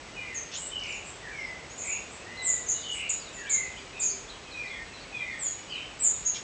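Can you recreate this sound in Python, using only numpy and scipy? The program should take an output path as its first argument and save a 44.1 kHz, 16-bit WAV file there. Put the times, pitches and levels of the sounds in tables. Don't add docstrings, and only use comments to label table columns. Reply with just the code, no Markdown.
import sys
import numpy as np
from scipy import signal
from scipy.fft import rfft, irfft
from scipy.io import wavfile
from scipy.ndimage import uniform_filter1d

SR = 44100
rng = np.random.default_rng(int(sys.argv[2]) if len(sys.argv) > 2 else 0)


def generate_wav(sig):
    pcm = np.round(np.clip(np.atleast_2d(sig).T, -1, 1) * 32767).astype(np.int16)
    wavfile.write(sys.argv[1], SR, pcm)


N = 283563


def undb(db):
    return 10 ** (np.asarray(db) / 20)


def add(out, start, sound):
    i = max(int(start * SR), 0)
    out[i:i + len(sound)] += sound[:max(N - i, 0)]


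def seconds(length):
    return np.arange(int(length * SR)) / SR


def band(x, hz, width_hz):
    b, a = signal.iirpeak(hz, hz / width_hz, SR)
    return signal.lfilter(b, a, x)


def level(x, db):
    loudest_power = uniform_filter1d(x ** 2, size=SR // 50).max()
    return x * undb(db) / np.sqrt(loudest_power)


def wander(n, rate):
    steps = np.arange(n) * rate / SR
    return np.interp(steps, np.arange(4096), rng.standard_normal(4096))


def foliage(x, wet_db, t60, late_db, late_t60, build_s):
    t = np.arange(SR) / SR
    near_fade = undb(-60 * t / t60)
    late_fade = undb(late_db - 60 * t / late_t60)
    build_up = 1 - np.exp(-t / build_s)
    echoes = rng.standard_normal(SR) * (near_fade + late_fade) * build_up
    echoes *= undb(wet_db) / np.sqrt(np.sum(echoes ** 2))
    echoes[0] += 1
    return signal.fftconvolve(x, echoes)


def syrinx(hz, buzz_hz, buzz_rate, crest, edge):
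    n = len(hz)
    cycle = np.cumsum(buzz_rate * (1 + 0.2185 * wander(n, 118.6))) / SR
    flutter = np.sin(2 * np.pi * cycle) * (1 + 0.38 * wander(n, 140))
    unsteady_hz = hz * (1 + 0.0031 * wander(n, 141.4))
    pitch = unsteady_hz + buzz_hz * flutter
    swell = np.interp(np.linspace(0, 1, n), [0, np.clip(crest, .1, .9), 1], [0, .5, 1])
    pressure = np.abs(np.sin(np.pi * swell)) ** edge
    return pressure * np.sin(2 * np.pi * np.cumsum(pitch) / SR)


# pitch in Hz, relative level in dB per Hz.
HUSH_COLOUR = [(21, -36.5), (35, -5.5), (49, -4), (246, -9), (450, -7.5), (1610, -13.5), (2210, -12.5),
               (4830, -19.5), (7400, -20.5), (9620, -37), (16300, -120)]
# time in seconds, level change in dB.
HUSH_SWELL = [(0, -.4), (1.2, 1.1), (2.3, 1.7), (3.2, -0.5), (6.4, -1)]
SWELL_HZ, SWELL_WIDTH_HZ = 560, 600
HUSH_DB = -44


def hush():
    hz, db = np.transpose(HUSH_COLOUR)
    bins = np.clip(np.arange(N // 2 + 1) * SR / N, 1, 7000)
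    colour = undb(np.interp(np.log(bins), np.log(hz), db))
    air = irfft(rfft(rng.standard_normal(N)) * colour, N)
    swell_db = np.interp(np.arange(N) / SR, *np.transpose(HUSH_SWELL))
    air = air + (undb(swell_db) - 1) * band(air, SWELL_HZ, SWELL_WIDTH_HZ)
    return air / air.std() * undb(HUSH_DB + 0.22 * wander(N, 0.98))


WHINE_HZ, WHINE_DB = 7870, -56


def whine():
    pitch = WHINE_HZ + 25 * wander(N, 200)
    return level(np.sin(2 * np.pi * np.cumsum(pitch) / SR), WHINE_DB)


def far_chorus(count=46):
    out = np.zeros(N)
    for k, (when, size, pitch, glide, loud) in enumerate(rng.random((count, 5))):
        hz = 2100 * 1.9 ** pitch
        length = 0.044 + 0.083 * size
        path = hz * (1 + 0.2507 * (glide - .6) * np.linspace(-1, 1, int(length * SR)))
        note = syrinx(path, 48, buzz_rate=55, crest=0.94, edge=0.94)
        echoed = foliage(note, wet_db=-1.5, t60=.7, late_db=-6.0, late_t60=1.1, build_s=0.022)
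        start = (k + when) * N / SR / count
        add(out, start, level(echoed, -55 + 6 * loud - 5 * pitch))
    return out


def arc(length, pitches):
    curve = np.polyfit([0, .5, 1], pitches, 2)
    return np.polyval(curve, np.linspace(0, 1, int(length * SR)))


def phrases(times, lead, notes):
    *lead_pitches, lead_buzz_hz = lead
    for start, lead_s, db in times:
        yield start, lead_s, *lead_pitches, db, lead_buzz_hz
        for delay, length, *pitches, step_db, buzz_hz in notes:
            yield start + lead_s + delay, length, *pitches, db + step_db, buzz_hz


# start of the lead whistle in seconds, its length in seconds, level in dB.
STAIRS = [(.163, 0.05, -37.5), (4.54, 0.096, -35), (5.124, .08, -33)]
SLURS = [(1.222, .074, -42), (3.365, .085, -41)]
BURRS = [(.713, .103, -33.5), (2.833, .113, -33)]
# first, middle and last pitch in Hz, buzz depth in Hz.
STAIR_LEAD = (2550, 2430, 2375, 11)
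SLUR_LEAD = (2015, 1808, 1584, 48)
BURR_LEAD = (3086, 2935, 2905, 32)
# delay from the lead's end in seconds, length in seconds,
# first, middle and last pitch in Hz, level against the lead in dB, buzz depth in Hz.
STAIR_NOTES = [(-.005, .046, 2280, 2000, 2200, -7, 28), (.06, .046, 2245, 2107, 1994, -6, 35),
               (.103, .055, 1935, 1848, 1845, -8, 13)]
SLUR_NOTES = [(.01, 0.197, 2404, 2108, 2018, 6.7, 25)]
BURR_NOTES = [(-.215, .065, 2880, 2927, 2940, -14.5, 10), (0, 0.1256, 2480, 2562, 2601, -3, 310)]
# start in seconds, length in seconds,
# first, middle and last pitch in Hz, level in dB, buzz depth in Hz.
LONE_NOTES = [ (.134, 0.066, 2870, 2915, 2920, -46, 10), (1.84, .11, 2132, 2446, 2687, -36.5, 170),
              (2.256, 0.049, 1797, 1940, 2090, -45.5, 15), (2.325, 0.27, 2040, 2015, 1922, -37, 8),
              (3.926, 0.096, 2513, 2548, 2375, -42.5, 79), (5.558, 0.092, 2985, 2950, 2930, -52.5, 10),
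              (5.695, 0.077, 3133, 2950, 3115, -36, 84), (5.716, 0.073, 2690, 2594, 2454, -40, 190)]


def songbird():
    out = np.zeros(N)
    song = [*phrases(STAIRS, STAIR_LEAD, STAIR_NOTES),
            *phrases(SLURS, SLUR_LEAD, SLUR_NOTES),
            *phrases(BURRS, BURR_LEAD, BURR_NOTES),
            *LONE_NOTES]
    for start, length, *pitches, db, buzz_hz in song:
        note = syrinx(arc(length, pitches), buzz_hz, buzz_rate=75, crest=0.58, edge=0.32)
        echoed = foliage(note, wet_db=5.5, t60=0.43, late_db=-17, late_t60=1.1, build_s=0.013)
        add(out, start, level(echoed, db))
    return out


def opening(t, buzz_hz):
    return buzz_hz * np.linspace(0.44, 1, len(t))


# start in seconds, length in seconds, top pitch in Hz,
# end pitch in Hz, level in dB, buzz depth at the end in Hz.
SLIDES = [(1.846, 0.096, 7880, 6635, -30, 50), (2.419, .09, 8710, 6880, -21.5, 230),
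          (5.389, .104, 8120, 6690, -27.5, 25), (5.991, 0.094, 8650, 6877, -18.5, 260)]
SLIDE_CURVE = 1.65
# start in seconds, length in seconds, pitch in Hz,
# height of the flick above it in Hz, level in dB, buzz depth at the end in Hz.
CHIPS = [ (0.344, 0.047, 6630, 1000, -33.5, 110), (0.874, .1, 7470, 200, -44, 190),
         (1.778, .047, 7070, 300, -35, 523), (2.511, 0.033, 7250, 200, -28, 278),
         (2.66, 0.037, 6480, 1000, -35.5, 70), (2.686, 0.033, 7000, 300, -25.5, 400),
         (3.092, 0.014, 6806, 1450, -25, 40), (3.327, .074, 7260, 100, -44, 160),
         (3.493, 0.061, 7144, 1400, -21.5, 450), (3.995, .08, 7166, 1300, -24.5, 420),
         (6.261, 0.016, 6660, 400, -23.5, 191)]
FLICK_S, SAG_HZ_PER_S = .004, 7500
# start in seconds, length in seconds, level in dB.
SCOOPS = [(0.538, 0.047, -37), (1.699, 0.029, -47), (2.882, .036, -42), (6.251, 0.015, -31.5)]
SCOOP_HZ, SCOOP_HZ_PER_S, SCOOP_BUZZ_HZ = 6390, 22000, 45
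# start in seconds, length in seconds, level in dB.
BUZZES = [(0.575, 0.1, -31), (1.043, 0.068, -39.5), (2.096, .077, -43.5), (2.916, 0.076, -34)]
BUZZ_HZ, BUZZ_DEPTH_HZ = 7940, 460


def thin_calls():
    for start, length, top_hz, end_hz, db, buzz_hz in SLIDES:
        t = seconds(length)
        path = end_hz + (top_hz - end_hz) * (1 - t / length) ** SLIDE_CURVE
        yield start, path, db, opening(t, buzz_hz)
    for start, length, hz, flick_hz, db, buzz_hz in CHIPS:
        t = seconds(length)
        path = hz + flick_hz * np.exp(-t / FLICK_S) - SAG_HZ_PER_S * t
        yield start, path, db, opening(t, buzz_hz)
    for start, length, db in SCOOPS:
        yield start, SCOOP_HZ + SCOOP_HZ_PER_S * seconds(length), db, SCOOP_BUZZ_HZ
    for start, length, db in BUZZES:
        yield start, np.full_like(seconds(length), BUZZ_HZ), db, BUZZ_DEPTH_HZ


def near_bird():
    out = np.zeros(N)
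    for start, path, db, buzz_hz in thin_calls():
        length = len(path) / SR
        edge = 0.099 + (length / 0.32) ** 2
        note = syrinx(path, buzz_hz, buzz_rate=180, crest=0.73, edge=edge)
        echoed = foliage(note, wet_db=3.5, t60=0.29, late_db=-19.5, late_t60=0.84, build_s=0.0065)
        add(out, start, level(echoed, db))
    return out


# start in seconds, length in seconds, level in dB.
RASPS = [(0.515, 0.037, -37.5), (6.339, 0.026, -37)]
# pitch in Hz, width in Hz, gain in dB.
RASP_THROAT = [(3120, 460, 0.5), (3670, 950, -3.5), (4740, 1000, -16.5), (5210, 360, 0.5)]
# start in seconds, level in dB.
CLICKS = [(.797, -48.5), (.815, -53), (.836, -44.5), (.866, -47.5), (.924, -47)]


def scolding():
    out = np.zeros(N)
    for start, length, db in RASPS:
        n = int(length * SR)
        cycle = np.cumsum(260 * (1 + 0.2 * wander(n, 300))) / SR
        pulses = np.exp(-(cycle % 1)) * rng.standard_normal(n)
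        rasp = sum(undb(gain_db) * band(pulses, hz, width) for hz, width, gain_db in RASP_THROAT)
        echoed = foliage(rasp, wet_db=9.5, t60=0.17, late_db=-24.5, late_t60=.7, build_s=0.0042)
        add(out, start, level(echoed, db))
    for start, db in CLICKS:
        t = np.arange(SR // 50) / SR
        burst = rng.standard_normal(len(t)) * np.exp(-t / 0.0035)
        snap = band(band(burst, 4800, 1500), 6000, 1500)
        echoed = foliage(snap, wet_db=-1.5, t60=0.21, late_db=-23, late_t60=.6, build_s=.006)
        add(out, start, level(echoed, db))
    return out


def sweeps(rows, octaves_per_s, bend, buzz_hz):
    notes = []
    for start, length, hz, db in rows:
        progress = (seconds(length) / length) ** bend
        notes.append((start, hz * 2 ** (octaves_per_s * length * progress), db, buzz_hz))
    return notes


def warble(count):
    notes = []
    for k, (when, size, pitch, slope, bend) in enumerate(rng.random((count, 5))):
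        hz = 2900 * 1.7 ** pitch
        shape = np.array([.5 - slope, .5 * (bend - .5), slope - .5])
        path = arc(0.0079 + 0.022 * size, hz * (1 + 0.24 * shape))
        start = WARBLE_SPAN[0] + (k + when) / count * np.ptp(WARBLE_SPAN)
        notes.append((start, path, WARBLE_DB, 40))
    return notes


# start in seconds, length in seconds, first pitch in Hz, level in dB.
FALLS = [(2.81, .05, 5140, -52.5), (3.196, 0.043, 5200, -49), (3.258, .034, 4200, -49),
         (3.552, .034, 4380, -51), (4.296, 0.022, 4200, -47), (4.512, 0.037, 4380, -47),
         (5.002, 0.044, 4970, -55), (5.47, .03, 4900, -55), (5.695, 0.053, 5150, -49.5),
         (5.75, .035, 4250, -50)]
RISES = [(3.445, 0.073, 2720, -46.5), (3.765, 0.025, 2900, -46), (4.018, 0.025, 4600, -45),
         (4.098, 0.024, 4400, -44), (4.278, 0.03, 3350, -50), (4.668, .022, 3750, -49.5)]
# mean speed in octaves per second,
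# bend (1 is even, more speeds up, less slows down), buzz depth in Hz.
FALL_SWEEP = (-6.5, .8, 5)
RISE_SWEEP = (12, 1.5, 15)
# start in seconds, length in seconds, first pitch in Hz, level in dB, buzz depth in Hz.
TRILLS = [(1.363, 0.15, 5750, -53.5, 280), (2.371, 0.061, 4146, -42, 70), (2.739, 0.2, 4030, -47, 220),
          (4.552, .13, 5970, -58, 159.8), (4.7, 0.08, 3505, -49, 80), (4.933, .054, 4150, -50, 70),
          (5.141, .1, 3510, -48, 80)]
TRILL_OCT_PER_S = -1.6
# from and to, in seconds.
WARBLE_SPAN = (3, 5.6)
WARBLE_DB = -56.5


def twitterer(count=34):
    out = np.zeros(N)
    notes = sweeps(FALLS, *FALL_SWEEP) + sweeps(RISES, *RISE_SWEEP)
    for start, length, hz, db, buzz_hz in TRILLS:
        notes.append((start, hz * 2 ** (TRILL_OCT_PER_S * seconds(length)), db, buzz_hz))
    notes += warble(count)
    for start, path, db, buzz_hz in notes:
        note = syrinx(path, buzz_hz, buzz_rate=130, crest=0.37, edge=0.17)
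        echoed = foliage(note, wet_db=-2, t60=.35, late_db=-18.5, late_t60=.8, build_s=0.0048)
        add(out, start, level(echoed, db))
    return out


# peak time in seconds, seconds from the peak until it has dropped by 8.7 dB.
HUM_SWELL = (4.0, .5)
HUM_HZ, HUM_WIDTH_HZ = 399, 30
HUM_DB = -56


def hum():
    peak_s, half_s = HUM_SWELL
    tone = band(band(rng.standard_normal(N), HUM_HZ, HUM_WIDTH_HZ), HUM_HZ, HUM_WIDTH_HZ)
    swell = np.exp(-((np.arange(N) / SR - peak_s) / half_s) ** 2)
    return tone / tone.std() * undb(HUM_DB) * swell


def scene():
    background = hush() + whine() + far_chorus() + hum()
    birds = songbird() + near_bird() + scolding() + twitterer()
    return (background + birds)[None]


CONVERTER_HZ = 16000
TOP_HZ = 8950


def record(dry):
    sampled = signal.resample_poly(dry, CONVERTER_HZ, SR, axis=1)
    played = signal.resample_poly(sampled, SR, CONVERTER_HZ, axis=1)[:, :N]
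    low_pass = signal.ellip(10, .2, 75, TOP_HZ, fs=SR, output="sos")
    return signal.sosfilt(low_pass, played)


dry = scene()
out = record(dry)
generate_wav(out)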